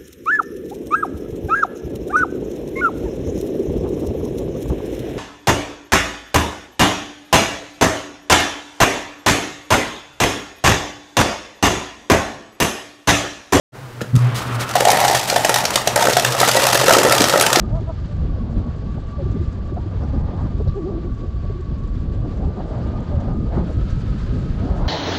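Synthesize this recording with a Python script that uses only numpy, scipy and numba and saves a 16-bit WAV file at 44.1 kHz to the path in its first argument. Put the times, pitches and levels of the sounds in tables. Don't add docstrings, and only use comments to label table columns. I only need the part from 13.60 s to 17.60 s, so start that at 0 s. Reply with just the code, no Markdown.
import sys
import numpy as np
from scipy import signal
from scipy.fft import rfft, irfft
from scipy.io import wavfile
from scipy.ndimage import uniform_filter1d
from numba import njit

SR = 44100
rng = np.random.default_rng(int(sys.argv[2]) if len(sys.argv) > 2 else 0)


def invert_db(level):
    return 10 ** (np.asarray(level, dtype=float) / 20)


def generate_wav(signal):
    frames = np.transpose(np.atleast_2d(signal))
    scaled = np.clip(frames, -1, 1) * 32767
    pcm = np.round(scaled).astype(np.int16)
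    wavfile.write(sys.argv[1], SR, pcm)


N = 176400

# pitch_hz, level_db (per Hz)
AIR_COLOUR = [(30, -14), (88, -11.5), (125, 1.5), (170, -11.5), (385, -10), (1400, -15), (2700, -24.5),
              (15500, -39.5)]
# time_s, level_db
HUM_LEVEL = [(.12, -37), (.47, -37), (.58, -19.5), (.73, -13.5), (.77, -26.5), (.9, -23), (.96, -28),
             (1.03, -28), (1.12, -29), (1.25, -29.5), (1.92, -33.5), (2.72, -30.5), (3, -30), (4, -31)]
# pitch_hz, level_db
HUM_TONES = [(127.7, -3), (119.9, -2.5), (252.5, -18.5)]
# pitch_hz, level_db
THUMP_TONES = [(127.4, -3), (247.7, -16), (167.8, -14)]
# pitch_hz, level_db (per Hz)
GRIND_COLOUR = [(30, -24), (80, -3), (123, -7.5), (170, -3), (420, -7.5), (1200, -7.5), (3200, -19.5),
                (15500, -58)]
# start_s, crack_db, ring_db, ring_hz
LEVER_KNOCKS = [
    (.408, -33, -21, 1380),
    (.414, -25.5, -13.5, 472),
    (.419, -27, -11.5, 202),
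    (.414, -36, -21, 1700),
    (.553, -23, -22, 1300),
    (.561, -19.5, -29, 1530),
    (.568, -43, -33, 1090),
]
# time_s, crack_db, ring_db, ring_hz
ICE_FLOW = [(.56, -30, -25, 1210), (.74, -44, -57, 1220), (.755, -40, -27.5, 1270), (1.14, -57, -23, 1240),
            (1.16, -18, -10, 710), (1.24, -22, -25, 680), (1.27, -21.5, -7.5, 750), (1.56, -14, -14, 800),
            (1.62, -19, -19, 733), (1.95, -20, -15.5, 707), (2.02, -19, -19, 710), (2.34, -45, -25, 746),
            (2.38, -15.5, -10.5, 566), (2.52, -16, -19.5, 585), (2.78, -19, -17, 623),
            (2.82, -12.5, -21, 633), (3.38, -13, -11, 505), (4, -21, -18.5, 598)]
# pitch_hz, level_db (per Hz)
CRACK_COLOUR = [(880, -14), (1500, 0), (1810, -3.5), (2670, -3.5), (5670, -4.5), (12400, -11.5),
                (14600, -14), (15500, -36)]
# pitch_hz, level_db, decay_s (time to fall by 60 dB)
CUP_MODES = [(550, -1.5, 0.056), (696, 4, 0.0065), (896, -7, 0.072), (1300, 2, 0.028), (1841, -2.5, 0.031),
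             (2250, -23, 0.014), (400, -3, 0.026), (198, -14.5, 0.037)]
EMPTY_CUP = [-9, 0, 0, -14, -8, 2, -12, -8]
# start_s, level_db
ICE_CRACKS = [(1.1535, -8), (1.1624, -15), (1.2054, -8.5), (1.251, -6.5), (1.275, -11.5), (1.302, -4),
              (1.3157, -6.5), (1.37, -11.5), (1.4478, -8.5), (1.4794, -7.5), (1.5486, -7.5), (1.6986, -6),
              (1.7598, -6.5), (1.847, -7.5), (1.893, -5), (1.9415, -5), (1.9583, -7.5),
              (2.052, -6.5), (2.1046, -12.5), (2.1568, -1), (2.2163, -23), (2.2732, -6), (2.359, -6),
                 (2.424, -8.5), (2.453, -11.5), (2.532, -8.5), (2.5677, -3.5), (2.5964, -9), (2.6478, -4),
                 (2.801, -3.5), (2.8139, -8), (2.831, -23), (2.877, -12), (2.9133, -9), (2.9507, -28),
                 (2.967, -8), (2.9931, -16),
              (3.039, -7.5), (3.0666, -6), (3.1237, -14), (3.2127, -15), (3.267, -12), (3.324, -5.5),
               (3.335, -3.5), (3.3839, -4.5), (3.495, -10.5), (3.5223, -2.5), (3.5805, -7), (3.6175, -4.5),
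               (3.6395, -5.5), (3.684, -11), (3.695, -7.5), (3.725, -11.5), (3.7968, -6.5), (3.81, -2.5),
               (3.8636, -2.5), (3.9288, -2), (3.9577, -1),
              (1.091, -20.5), (1.111, -23.5), (1.137, -22), (1.283, -9), (1.402, -11), (1.411, -15),
                 (1.468, -18), (1.485, -12), (1.575, -25), (1.591, -23), (1.71, -23), (1.973, -16),
                 (1.984, -16), (2.372, -19), (2.47, -13), (2.495, -14.5), (2.722, -15.5), (2.885, -6),
                 (3.088, -15), (3.129, -7), (3.145, -7), (3.152, -6), (3.196, -10.5), (3.22, -16.5),
                 (3.281, -9.5), (3.293, -8.5), (3.307, -4.5), (3.348, -15), (3.432, -12.5), (3.45, -21),
                 (3.55, -9), (3.605, -5.5), (3.667, -27), (3.733, -17), (3.753, -26), (3.775, -11.5),
                 (3.823, -7), (3.902, -14), (3.986, -13), (3.995, -4)]
# start_s, level_db, ring_hz
HOLLOW_KNOCKS = [(1.155, -2.5, 723), (1.206, -6.5, 488), (1.252, -2.5, 692), (1.291, -5.5, 840),
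                 (1.305, -13, 940), (1.372, -7, 690), (1.414, -5, 767), (1.439, -3.5, 784), (1.451, -6, 810),
                 (1.498, -2, 710), (1.548, 0, 697), (1.762, -3, 681), (1.78, -12, 695), (1.848, -2.5, 628),
                 (1.894, -5, 486), (1.96, -3.5, 846), (2.16, -4.5, 636), (2.273, -3.5, 607),
                 (2.361, -3.5, 590), (2.378, -13, 580), (2.425, -7, 717), (2.455, -6.5, 595),
                 (2.568, -2, 705), (2.812, -2.5, 536), (2.83, -3, 760), (2.891, -4.5, 647), (2.952, -6, 530),
               (2.971, -4, 552), (3.069, -8.5, 700), (3.129, -15, 816), (3.151, -5, 564), (3.213, -12, 570),
               (3.282, -4, 520), (3.294, -6, 658), (3.35, -5, 1300), (3.367, -3, 503), (3.384, -11.5, 465),
               (3.449, -2.5, 428), (3.525, -9.5, 1340), (3.609, -5.5, 284), (3.737, -2, 547),
               (3.751, -11, 545), (3.954, -10, 726),
                 (1.163, -6, 690), (1.222, -10, 515), (1.272, -7, 700), (1.283, -6, 740),
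                 (1.313, -6.5, 830), (1.331, -4, 690), (1.352, -13, 614), (1.386, -9, 820),
                 (1.426, -12, 760), (1.48, -17, 700), (1.511, -7.5, 770), (1.726, -9.5, 550),
                 (1.985, -12, 870), (2.176, -10.5, 1170), (2.393, -13, 590), (2.469, -7, 543),
                 (2.484, -1, 550), (2.5, -12.5, 565), (2.645, -18, 870), (2.749, -11, 690),
                 (2.877, -7.5, 816), (2.983, -15.5, 480), (3.03, -13.5, 985), (3.048, -10.5, 644),
                 (3.086, -15, 780), (3.094, -19, 550), (3.269, -16, 610), (3.307, -1, 647),
                 (3.329, -10.5, 343), (3.399, -11, 367), (3.41, -13, 450), (3.431, -7, 1160),
                 (3.463, -10, 614), (3.478, -8, 493), (3.507, -13, 1330), (3.614, -13, 307),
                 (3.641, -10.5, 630), (3.683, -15, 537), (3.725, -15, 880), (3.758, -2, 560),
                 (3.773, -11, 550), (3.792, -12, 540), (3.811, -15, 694), (3.837, -11, 1540),
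                 (3.87, -16.5, 585), (3.971, -3.5, 370)]

MOTOR_START_S = .528
FILLING_S, FULL_S = 1.6, 3.1


def level(x, db):
    return x * invert_db(db) / np.sqrt(np.mean(x ** 2))


def curve(table, col):
    table = np.array(table, float)
    return np.interp(np.arange(N) / SR, table[:, 0], table[:, col])


def colour(x, points):
    points = np.array(points, float)
    hz = np.maximum(np.fft.rfftfreq(len(x), 1 / SR), 1)
    gain_db = np.interp(np.log(hz), np.log(points[:, 0]), points[:, 1])
    return irfft(rfft(x) * invert_db(gain_db), len(x))


def walk(rate):
    hold = int(SR / rate)
    steps = np.repeat(rng.standard_normal(N // hold + 1), hold)
    return np.sqrt(2) * uniform_filter1d(uniform_filter1d(steps, hold), hold)[:N]


def room_air():
    return level(colour(rng.standard_normal(N), AIR_COLOUR), -38.5) * invert_db(0.5 * walk(15.6))


def compressor_hum():
    t = np.arange(N) / SR
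    hum = np.zeros(N)
    for hz, db in HUM_TONES:
        wobble_db = 4 * walk(22)
        hum += invert_db(db + wobble_db) * np.sin(2 * np.pi * hz * t + .7 * walk(16))
    return hum * invert_db(curve(HUM_LEVEL, 1))


def motor_thump():
    rise_s, hold_s, fall_s = 0.0176, 0.029, 0.0019
    age = np.arange(N) / SR - MOTOR_START_S
    swell = np.clip(age / rise_s, 0, 1) * np.exp(-np.maximum(age - rise_s - hold_s, 0) / fall_s)
    tones = sum(invert_db(db) * np.sin(2 * np.pi * hz * age) for hz, db in THUMP_TONES)
    return invert_db(-2) * swell * tones


def auger_grind():
    rise_s = 0.097
    noise = level(colour(rng.standard_normal(N), GRIND_COLOUR), -30) * invert_db(2.2 * walk(25))
    return noise * np.clip((np.arange(N) / SR - MOTOR_START_S) / rise_s, 0, 1)


def ice_slide():
    start_s, band_hz, grow_db_per_s = .745, (1100, 5000), 4
    t = np.arange(N) / SR
    hiss = signal.lfilter(*signal.butter(1, band_hz, "band", fs=SR), rng.standard_normal(N))
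    hiss = level(hiss * invert_db(4.8 * walk(60)), -33.5)
    return hiss * (t > start_s) * invert_db(grow_db_per_s * np.clip(t - start_s, 0, .5))


def alcove(x):
    decay_s, rise_s, top_hz = .24, 0.011, 12500
    t = np.arange(SR // 2) / SR
    dull = signal.lfilter(*signal.butter(1, top_hz, fs=SR), rng.standard_normal(len(t)))
    echo = dull * invert_db(-60 * t / decay_s) * np.clip(t / rise_s, 0, 1)
    echo = echo / np.sqrt(np.sum(echo ** 2))
    return x + invert_db(-9.5) * signal.fftconvolve(x, echo)[:N]


def rattles():
    count, pour_s = 650, .56
    spread_oct, spread_full_oct = 0.37, 1.85
    luck = rng.random((count, 3))
    place = np.minimum(np.arange(count) + 4 * luck[:, 0], count - 1) / count
    at = pour_s + (N / SR - pour_s) * place
    k = (at * SR).astype(int)
    size_db = -5 - 2.13 * np.log(luck[:, 1] + 0.058)
    filled = np.clip((at - FILLING_S) / (FULL_S - FILLING_S), 0, 1)
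    spread = spread_oct + (spread_full_oct - spread_oct) * filled
    hz = curve(ICE_FLOW, 3)[k] * 2 ** (spread * (luck[:, 2] - .4))
    return np.array([at, curve(ICE_FLOW, 1)[k] + size_db, curve(ICE_FLOW, 2)[k] + size_db, hz]).T


@njit
def rings(at, hz, t60, size, rise, n, sr):
    out = np.zeros(n)
    for k in range(len(at)):
        z = size[k] + 0j
        turn = np.exp(2j * np.pi * hz[k] / sr - np.log(1000.) / (t60[k] * sr))
        soft = 1.
        for i in range(int(at[k] * sr), min(n, int((at[k] + t60[k]) * sr))):
            out[i] += z.imag * (1 - soft)
            z *= turn
            soft *= rise
    return out


def ring_all(at, hz, t60, size, rise):
    grids = np.broadcast_arrays(at, hz, t60, size)
    at, hz, t60, size = [np.ascontiguousarray(grid, float).ravel() for grid in grids]
    return rings(at, hz, t60, size, rise, N, 1. * SR)


def crack_noise(at, crack):
    crack_s = .0017
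    ticks = np.zeros(N)
    np.add.at(ticks, (at * SR).astype(int), crack)
    age = np.arange(2048) / SR
    tail = np.e * age / crack_s * np.exp(-age / crack_s)
    patchy = [(hz, 2.5 * rng.standard_normal()) for hz in np.geomspace(1500, 16000, num=7)]
    noise = colour(colour(rng.standard_normal(N), CRACK_COLOUR), patchy)
    return level(noise, 0) * signal.fftconvolve(ticks, tail)[:N]


def ice_rings(at, crack, contact_s):
    delay, pitch, decay, loss = rng.random((4, len(at), 5))
    return ring_all(at[:, None] + 3.7 * contact_s * delay, 2600 * 3.2 ** pitch ** 1.204,
                    .012 * (0.13 + decay), crack[:, None] * invert_db(-12 * loss), 0.)


def hollow_rings(at, ring, ring_hz, rise):
    decay_s, luck = .022, rng.random(len(at))
    main = ring_all(at, ring_hz, decay_s * (0.53 + luck), ring, rise)
    above_hz = np.minimum(2.65 * ring_hz, 2600.)
    return main + ring_all(at, above_hz, decay_s * (0.33 + luck), ring * invert_db(-12.5), rise)


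def cup_rings(at, ring, contact_s, rise):
    cup = np.array(CUP_MODES)
    delay, detune, loss = rng.random((3, len(at), len(cup)))
    empty_db = np.clip((FULL_S - at[:, None]) / (FULL_S - FILLING_S), 0, 1) * EMPTY_CUP
    struck = (ring * (at > MOTOR_START_S))[:, None]
    return ring_all(at[:, None] + contact_s * delay, cup[:, 0] * (1 + 0.098 * (detune - .5)),
                    cup[:, 2], struck * invert_db(cup[:, 1] + empty_db - 24.7 * loss), rise)


def knocks(at, crack_db, ring_db, ring_hz):
    contact_s, ring_rise_s = .002, 0.0005
    at, crack, ring = np.clip(at, 0, 3.999), invert_db(crack_db), invert_db(ring_db)
    rise = np.exp(-1 / (ring_rise_s * SR))
    knock = invert_db(-5.0) * crack_noise(at, crack)
    knock = knock + invert_db(-4.5) * ice_rings(at, crack, contact_s)
    knock = knock + invert_db(3.0) * hollow_rings(at, ring, ring_hz, rise)
    return knock + invert_db(2.0) * cup_rings(at, ring, contact_s, rise)


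def falling_ice():
    crack_ring_db, knock_crack_db, low_cut_hz = -9.5, -13, 113
    all_cracks = ICE_CRACKS
    all_knocks = HOLLOW_KNOCKS
    cracks = [(s, db, db + crack_ring_db, 700.) for s, db in all_cracks]
    hollow = [(s, db + knock_crack_db, db, hz) for s, db, hz in all_knocks]
    hits = np.vstack([LEVER_KNOCKS, cracks, hollow, rattles()]).astype(float)
    ice = sum(alcove(knocks(*hits[spot::8].T)) for spot in range(8))
    return signal.sosfilt(signal.butter(2, low_cut_hz, "high", fs=SR, output="sos"), ice)


def scene():
    machine = room_air() + compressor_hum() + motor_thump() + auger_grind() + ice_slide()
    return (machine + falling_ice())[None]


def top_cut(x):
    return signal.sosfilt(signal.butter(12, 16420, fs=SR, output="sos"), x)


def record(dry):
    start_s, fade_s, top_hz = 0.12, 0.034, 15600
    fade = np.clip((np.arange(N) / SR - start_s) / fade_s, 0, 1)
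    rounded = np.tanh(1.1 * dry * fade) / 0.99
    mix = signal.sosfilt(signal.ellip(8, .2, 40, top_hz, fs=SR, output="sos"), rounded)
    return top_cut(mix)


dry = scene()
out = record(dry)
generate_wav(out)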